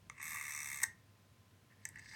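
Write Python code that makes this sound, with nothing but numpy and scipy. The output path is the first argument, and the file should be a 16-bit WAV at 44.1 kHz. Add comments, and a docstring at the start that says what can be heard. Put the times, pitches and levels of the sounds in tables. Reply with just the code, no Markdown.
"""A rattling whir: a hand-held rotary telephone dial runs back, its governor ticking on every turn,
until the finger wheel clacks against its stop. After a pause a finger taps into the next hole and
starts to wind the dial, which scrapes and ticks. All these contacts ring the same metal dial,
in a small quiet room with a mains hum."""
import sys
import numpy as np
from scipy import signal
from scipy.fft import rfft, irfft, next_fast_len
from scipy.io import wavfile
from scipy.ndimage import map_coordinates

SR = 44100
rng = np.random.default_rng(int(sys.argv[2]) if len(sys.argv) > 2 else 0)


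def dump(signal):
    """Clip the signal to [-1, 1] and save it as 16-bit WAV at the path in sys.argv[1]."""
    limited = np.clip(np.atleast_2d(signal).T, -1, 1)
    pcm = np.round(limited * 32767).astype(np.int16)
    wavfile.write(sys.argv[1], SR, pcm)


N = 94815
T = np.arange(N) / SR
FFT_SIZE = next_fast_len(N + SR // 2, real=True)
HZ = np.fft.rfftfreq(FFT_SIZE, 1 / SR)


# Each row: time in seconds, speed in turns per second.
GOVERNOR_SPEED = [(.178, 47), (.224, 75), (.24, 77.7), (.35, 77.5), (.39, 72.5), (.64, 73.3), (.67, 69.5),
                  (.76, 70.5), (.826, 63.5)]

def governor_blows(scatter_db=0.7, rebound_s=0.005, rebound_db=-5.5, fade_db_per_s=11):
    """One blow per turn, then a rebound that weakens as the spring runs down."""
    times, speed = np.transpose(GOVERNOR_SPEED)
    turns = np.cumsum(np.interp(T, times, speed, left=0, right=0)) / SR
    starts = T[np.searchsorted(turns, np.arange(int(turns[-1]) + 1), side="right")]
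    blows = np.zeros(N)
    for start in starts:
        blow_db, bounce_db = rng.standard_normal(2) * [scatter_db, 2 * scatter_db]
        jitter_s, bounce_jitter_s = rng.standard_normal(2) * [.0002, .0005]
        bounce_db += rebound_db - fade_db_per_s * (start - times[0])
        blows[round((start + jitter_s) * SR)] += amp(blow_db)
        blows[round((start + rebound_s + bounce_jitter_s) * SR)] += amp(bounce_db)
    return blows


def unit_running(x):
    """Scale to rms 1 over the governor's run."""
    running = (T > GOVERNOR_SPEED[0][0]) & (T < GOVERNOR_SPEED[-1][0])
    return x / np.sqrt(np.mean(x[running] ** 2))


# Each row: time in seconds, then body, treble and top levels in dB.
WHIR_LEVELS = [(.11, -72, -95, -120), (0.168, -53.5, -69, -99), (.187, -56.5, -66, -91),
               (0.201, -50.5, -62, -93), (.214, -49, -57, -91), (0.226, -51.5, -54.5, -61),
               (.31, -47.5, -50.5, -59), (0.379, -46.5, -53, -57.5), (0.458, -48.5, -52.5, -57.5),
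               (.56, -47.5, -50.5, -56), (.66, -48.5, -51, -55.5), (.755, -49, -49, -54.5),
               (0.792, -53.5, -51.5, -59), (0.829, -44.5, -55, -53)]
# Each row: frequency in Hz, gain of the mechanism's contacts in dB.
MECHANISM_EQ = [(200, -23), (650, -18.5), (950, -6), (1300, 0), (1500, -5.5), (2500, -2), (3000, -15.5),
                (3300, 3), (3700, 1), (4400, 6.5), (8000, 2), (10500, 10.5), (13000, 4.5), (17000, 6)]

def governor_whir(rise_s=0.0016, fall_s=0.0019, gear_rub_db=-12, push_s=0.001536, push_db=-13.5):
    """Gritty ticks over steady gear rub ring the dial; a faint mid-tick push adds to its body."""
    blows = governor_blows()
    t = T[:SR // 50]
    tick = (1 - np.exp(-(t / rise_s) ** 2)) * np.exp(-t / fall_s)
    ticks = signal.fftconvolve(blows, tick / tick.max())[:N]
    rattle = grit() * unit_running(ticks + amp(gear_rub_db))
    push = unit_running(np.roll(blows, round(push_s * SR)))
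    body_force = unit_running(rattle + amp(push_db) * push)
    thud, body, treble, top = dial_bands(MECHANISM_EQ)
    drives = zip([body_force, rattle, rattle], gains(WHIR_LEVELS), [thud + body, treble, top])
    whir = sum(filtered(force * gain, unit(causal(band))) for force, gain, band in drives)
    return whir + governor_rings(rattle)


# Early ping and mid-travel ring. Each row: time in seconds, level in dB.
PING_LEVELS = [(.212, -85), (.222, -57.5), (.36, -56), (.385, -81)]
RING_LEVELS = [(.4, -78), (.47, -59), (.56, -53.5), (.66, -57), (.74, -69)]

def governor_rings(rattle):
    """The rattle excites two high resonances."""
    rings = np.zeros(N)
    for levels, hz, width_hz in [(PING_LEVELS, 12350, 750), (RING_LEVELS, 5900, 260)]:
        force = unit_running(rattle ** 2) * grit() * gains(levels)[0]
        resonance = unit(1 / (1 + 1j * (HZ - hz) / width_hz) ** 2)
        rings += filtered(force, resonance)
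    return rings


# Each row: start in seconds, strength in dB, thud, treble and top trims in dB, chatter in seconds.
STOP_HITS = [(.822, -13.5, 20, 2, -8, 0.005), (.8311, 3.5, -4.5, -0.5, -5.5, 0.0029),
             (.8343, 0.5, -1.5, 7, -8, 0.0011), (.838, 3, 1.5, -0.5, -8, 0.0012)]
# Each row: frequency in Hz, gain in dB.
STOP_EQ = [(200, -14), (650, -23), (900, -1), (1250, -10), (1560, 1.5), (1720, -4), (1865, 2), (2000, -1),
           (2200, -17), (3100, -17), (4400, -3), (6000, -1), (8300, -1.5), (12000, 0), (17000, -3)]

def wheel_stop():
    """The finger wheel meets its stop in a quick cluster of hits."""
    return strikes(STOP_HITS, STOP_EQ, chatter_db=-4, snap_db=-8)


# Each row: start in seconds, strength in dB, thud, treble and top trims in dB, chatter in seconds.
FINGER_HITS = [(1.8524, -15, -5, 1.5, 7, 0.0022), (1.8887, -34, 2, 6.5, 16.5, 0.0011),
               (1.939, -32, -2, -30, 0, 0.006), (1.9575, -25.5, -10, -14.5, 12, 0.0018),
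               (1.973, -29, -3, -24, 2, .003), (1.985, -26, -3, -9.5, -4, 0.0022),
               (1.993, -24, -17, -9.5, 7, 0.0028), (2.022, -28, -6, -18, -12, 0.0041),
               (2.057, -22, -15, -19, -13, 0.005), (2.086, -28, -33, -24, -3, 0.0031),
               (2.112, -25, -4, -22, -1, 0.0011), (2.133, -20, 2, -19, 15, 0.0048),
               (2.141, -31, 9, -8, 3, 0.0048)]
# Each row: frequency in Hz, gain in dB.
FINGER_EQ = [(200, -15), (700, -8.5), (885, 11), (1020, -15), (1200, -2.5), (1550, 8.5), (1850, 9.5),
             (2200, -1), (3100, -3.5), (4200, -2), (6000, 14.5), (8200, 8.5), (9300, -4), (16000, -18)]

def finger_knocks():
    """Finger and hand knock the dial."""
    return strikes(FINGER_HITS, FINGER_EQ, chatter_db=-2, snap_db=-10)


# Each row: time in seconds, body level in dB, treble level in dB.
SCRAPE_LEVELS = [(1.68, -87, -100), (1.725, -63.5, -90), (1.755, -90, -100), (1.79, -77, -88),
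                 (1.869, -64.5, -68.5), (1.92, -76, -98), (1.96, -56, -70.5), (2.015, -66, -70.5),
                 (2.06, -64, -66.5), (2.11, -62.5, -60.5), (2.15, -47.5, -60.5)]
# Each row: frequency in Hz, gain in dB.
SCRAPE_EQ = [(200, -12), (700, -14), (885, -1), (1200, -3), (1800, 11), (2300, -6), (3700, 5.5), (4750, 25),
             (5500, 9.5), (6200, 2.5), (7100, -7), (8000, -2), (9000, -11), (11000, -17), (16000, -20)]

def winding_scrape(rough_db=3, grains_hz=260):
    """Finger and spring rub unevenly as the wheel is brushed, then pulled round."""
    roughness = map_coordinates(rng.standard_normal(N), [T * grains_hz], order=1)
    force = unit(grit() * amp(rough_db * roughness))
    thud, body, treble, top = dial_bands(SCRAPE_EQ)
    drives = zip(gains(SCRAPE_LEVELS), [thud + body, treble + top])
    return sum(filtered(force * gain, unit(causal(band))) for gain, band in drives)


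# Each row: start in seconds, strength in dB, thud, treble and top trims in dB, chatter in seconds.
SLACK_HITS = [(.0978, -13, 9, -3.5, -28, 0.0013), (.347, -23, 23, -1, 5, .003)]

def slack_clicks():
    """The mechanism takes up its play."""
    return strikes(SLACK_HITS, MECHANISM_EQ, chatter_db=-3, snap_db=-10)


def strikes(hits, eq, chatter_db, snap_db, firm_s=0.0027):
    """A push with some chatter rings the body; the treble is chatter with a small snap."""
    forces = np.zeros((4, N + SR))
    t = T[:SR // 25]
    push = signal.unit_impulse(len(t), SR // 2000)
    for start_s, db, thud_db, treble_db, top_db, chatter_s in hits:
        chatter = np.sign(rng.standard_normal(len(t))) * t * np.exp(-2 * t / chatter_s)
        chatter /= np.linalg.norm(chatter)
        softening = np.hypot(1, (chatter_s / firm_s) ** 2)  # long chatter weakens the push
        blow = push / softening + amp(chatter_db) * chatter
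        crack = amp(treble_db) * (chatter + amp(snap_db) * push)
        by_band = np.array([amp(thud_db) * blow, blow, crack, amp(top_db) * crack])
        onset = round(start_s * SR)
        forces[:, onset:onset + len(t)] += amp(db) * by_band
    return sum(filtered(force[:N], causal(band)) for force, band in zip(forces, dial_bands(eq)))


# Each row: resonance in Hz, width in Hz, gain in dB.
DIAL_MODES = [(913.4, 16.7, -1.5), (1185, 215, -4), (1560, 110, -58), (1785, 16.7, 7.5), (1853, 35, 1.5),
              (1952, 76, 5.5), (2128, 134, 9), (2582, 87, 0.5), (3575, 78, -5.5), (5020, 1170, -23),
              (5820, 324, -11.5), (6340, 214, -7.5), (6830, 1100, -10), (7950, 570, -7), (8000, 490, -6.5),
              (9110, 140, -3.5), (11540, 900, -15), (11820, 1600, -12)]

def dial_bands(eq, edges_hz=(1380, 3050, 8860)):
    """The metal dial's response to one kind of contact, split into thud, body, treble and top."""
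    modes = sum(amp(db) * 1j * HZ * width / (hz * hz - HZ ** 2 + 1j * HZ * width)
                for hz, width, db in DIAL_MODES)
    response = np.abs(modes) * amp(log_interp(eq, HZ))
    lowpasses = [1 / (1 + (HZ / hz) ** 20) for hz in edges_hz]
    return response * np.diff(lowpasses, axis=0, prepend=0, append=1)


# Each row: time in seconds, level in dB.
RUMBLE_LEVELS = [(0, -75), (.1, -64.5), (.2, -78), (.32, -67), (.55, -79.5), (.72, -66.5), (.83, -75.5),
                 (.92, -64.5), (1, -85.5), (1.8, -78.5), (1.95, -67), (2.15, -72)]
# Each row: frequency in Hz, gain in dB.
RUMBLE_EQ = [(20, -58), (50, -7), (110, -7.5), (170, -9.5), (240, -14.5), (400, -28), (1500, -62)]

def hand_rumble():
    """The dial rumbles faintly as it moves in the hand."""
    return gains(RUMBLE_LEVELS)[0] * shaped_noise(RUMBLE_EQ)


# Each row: frequency in Hz, time to decay by 60 dB in seconds.
ROOM_T60 = [(200, 0.14), (1800, 0.3), (6000, 0.2), (14000, 0.13)]

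def room_echoes(x, tail_db=-16.5, build_s=.009, table_db=-15, table_s=0.0093, dull_hz=5000):
    """Quick, duller scatter off things on the table, then the room's short tail."""
    hz, frame_s, noise = signal.stft(rng.standard_normal(SR // 2), SR, nperseg=256)
    decay = amp(-60 * frame_s / log_interp(ROOM_T60, hz)[:, None])
    tail = signal.istft(noise * decay, SR, nperseg=256)[1]
    t = T[:len(tail)]
    tail *= 1 - np.exp(-(t / build_s) ** 2)
    scatter = rng.standard_normal(len(t)) * t * np.exp(-t / table_s)
    walls = rfft(tail / np.linalg.norm(tail), FFT_SIZE)
    table = rfft(scatter / np.linalg.norm(scatter), FFT_SIZE) / (1 + 1j * HZ / dull_hz)
    return filtered(x, amp(tail_db) * walls + amp(table_db) * table)


# Each row: frequency in Hz, relative noise density in dB.
AIR_EQ = [(15, -42), (25, -26), (69, -13.5), (85, -0.5), (103, -0.5), (241, -9.5), (284, -13.5),
          (661, -18.5), (757, -20.5), (1020, -20.5), (1110, -20), (1200, -21), (1500, -21), (2520, -23),
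          (17000, -35.5)]
# Each row: frequency in Hz, rms level in dB.
HUM_TONES = [(100.2, -71.5), (1031, -83.5)]

def room_tone(air_db=-67.5):
    """Low room noise, mains hum and a faint whine."""
    tones = sum(amp(db) * np.sqrt(2) * np.sin(2 * np.pi * hz * T) for hz, db in HUM_TONES)
    return amp(air_db) * shaped_noise(AIR_EQ) + tones


def grit():
    """Tiny contacts, even in size and random in direction."""
    return np.sign(rng.standard_normal(N))


def shaped_noise(eq):
    """Coloured noise at rms 1."""
    return unit(filtered(rng.standard_normal(N), amp(log_interp(eq, HZ))))


def amp(db):
    """Decibels to gain."""
    return 10 ** (np.asarray(db) / 20)


def unit(x):
    """Scale to rms 1."""
    return x / np.sqrt(np.mean(np.abs(x) ** 2) + 1e-20)


def gains(rows):
    """One gain per sample for each dB column."""
    times, *columns = np.transpose(rows)
    return [amp(np.interp(T, times, db, left=-120, right=-120)) for db in columns]


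def log_interp(points, hz):
    """Interpolate (Hz, value) points on a log frequency axis."""
    point_hz, values = np.transpose(points)
    return np.interp(np.log(hz + 1), np.log(point_hz + 1), values)


def filtered(x, response):
    """Apply a response on the HZ grid."""
    return irfft(rfft(x, FFT_SIZE) * response, FFT_SIZE)[:N]


def causal(gain):
    """Minimum-phase response: rings only after a blow."""
    cepstrum = irfft(np.log(np.maximum(gain, 1e-6)), FFT_SIZE)
    cepstrum[1:FFT_SIZE // 2] *= 2
    cepstrum[FFT_SIZE // 2 + 1:] = 0
    return np.exp(rfft(cepstrum))


def scene():
    """The dial and the room around it, in mono."""
    hits = wheel_stop() + finger_knocks() + slack_clicks()
    direct = hits + governor_whir() + winding_scrape()
    return (direct + room_echoes(direct) + hand_rumble() + room_tone())[None]


def record(dry):
    """Brick-wall low-pass."""
    cutoff_hz = 17250
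    return np.array([filtered(channel, HZ < cutoff_hz) for channel in dry])


dry = scene()
out = record(dry)
dump(out)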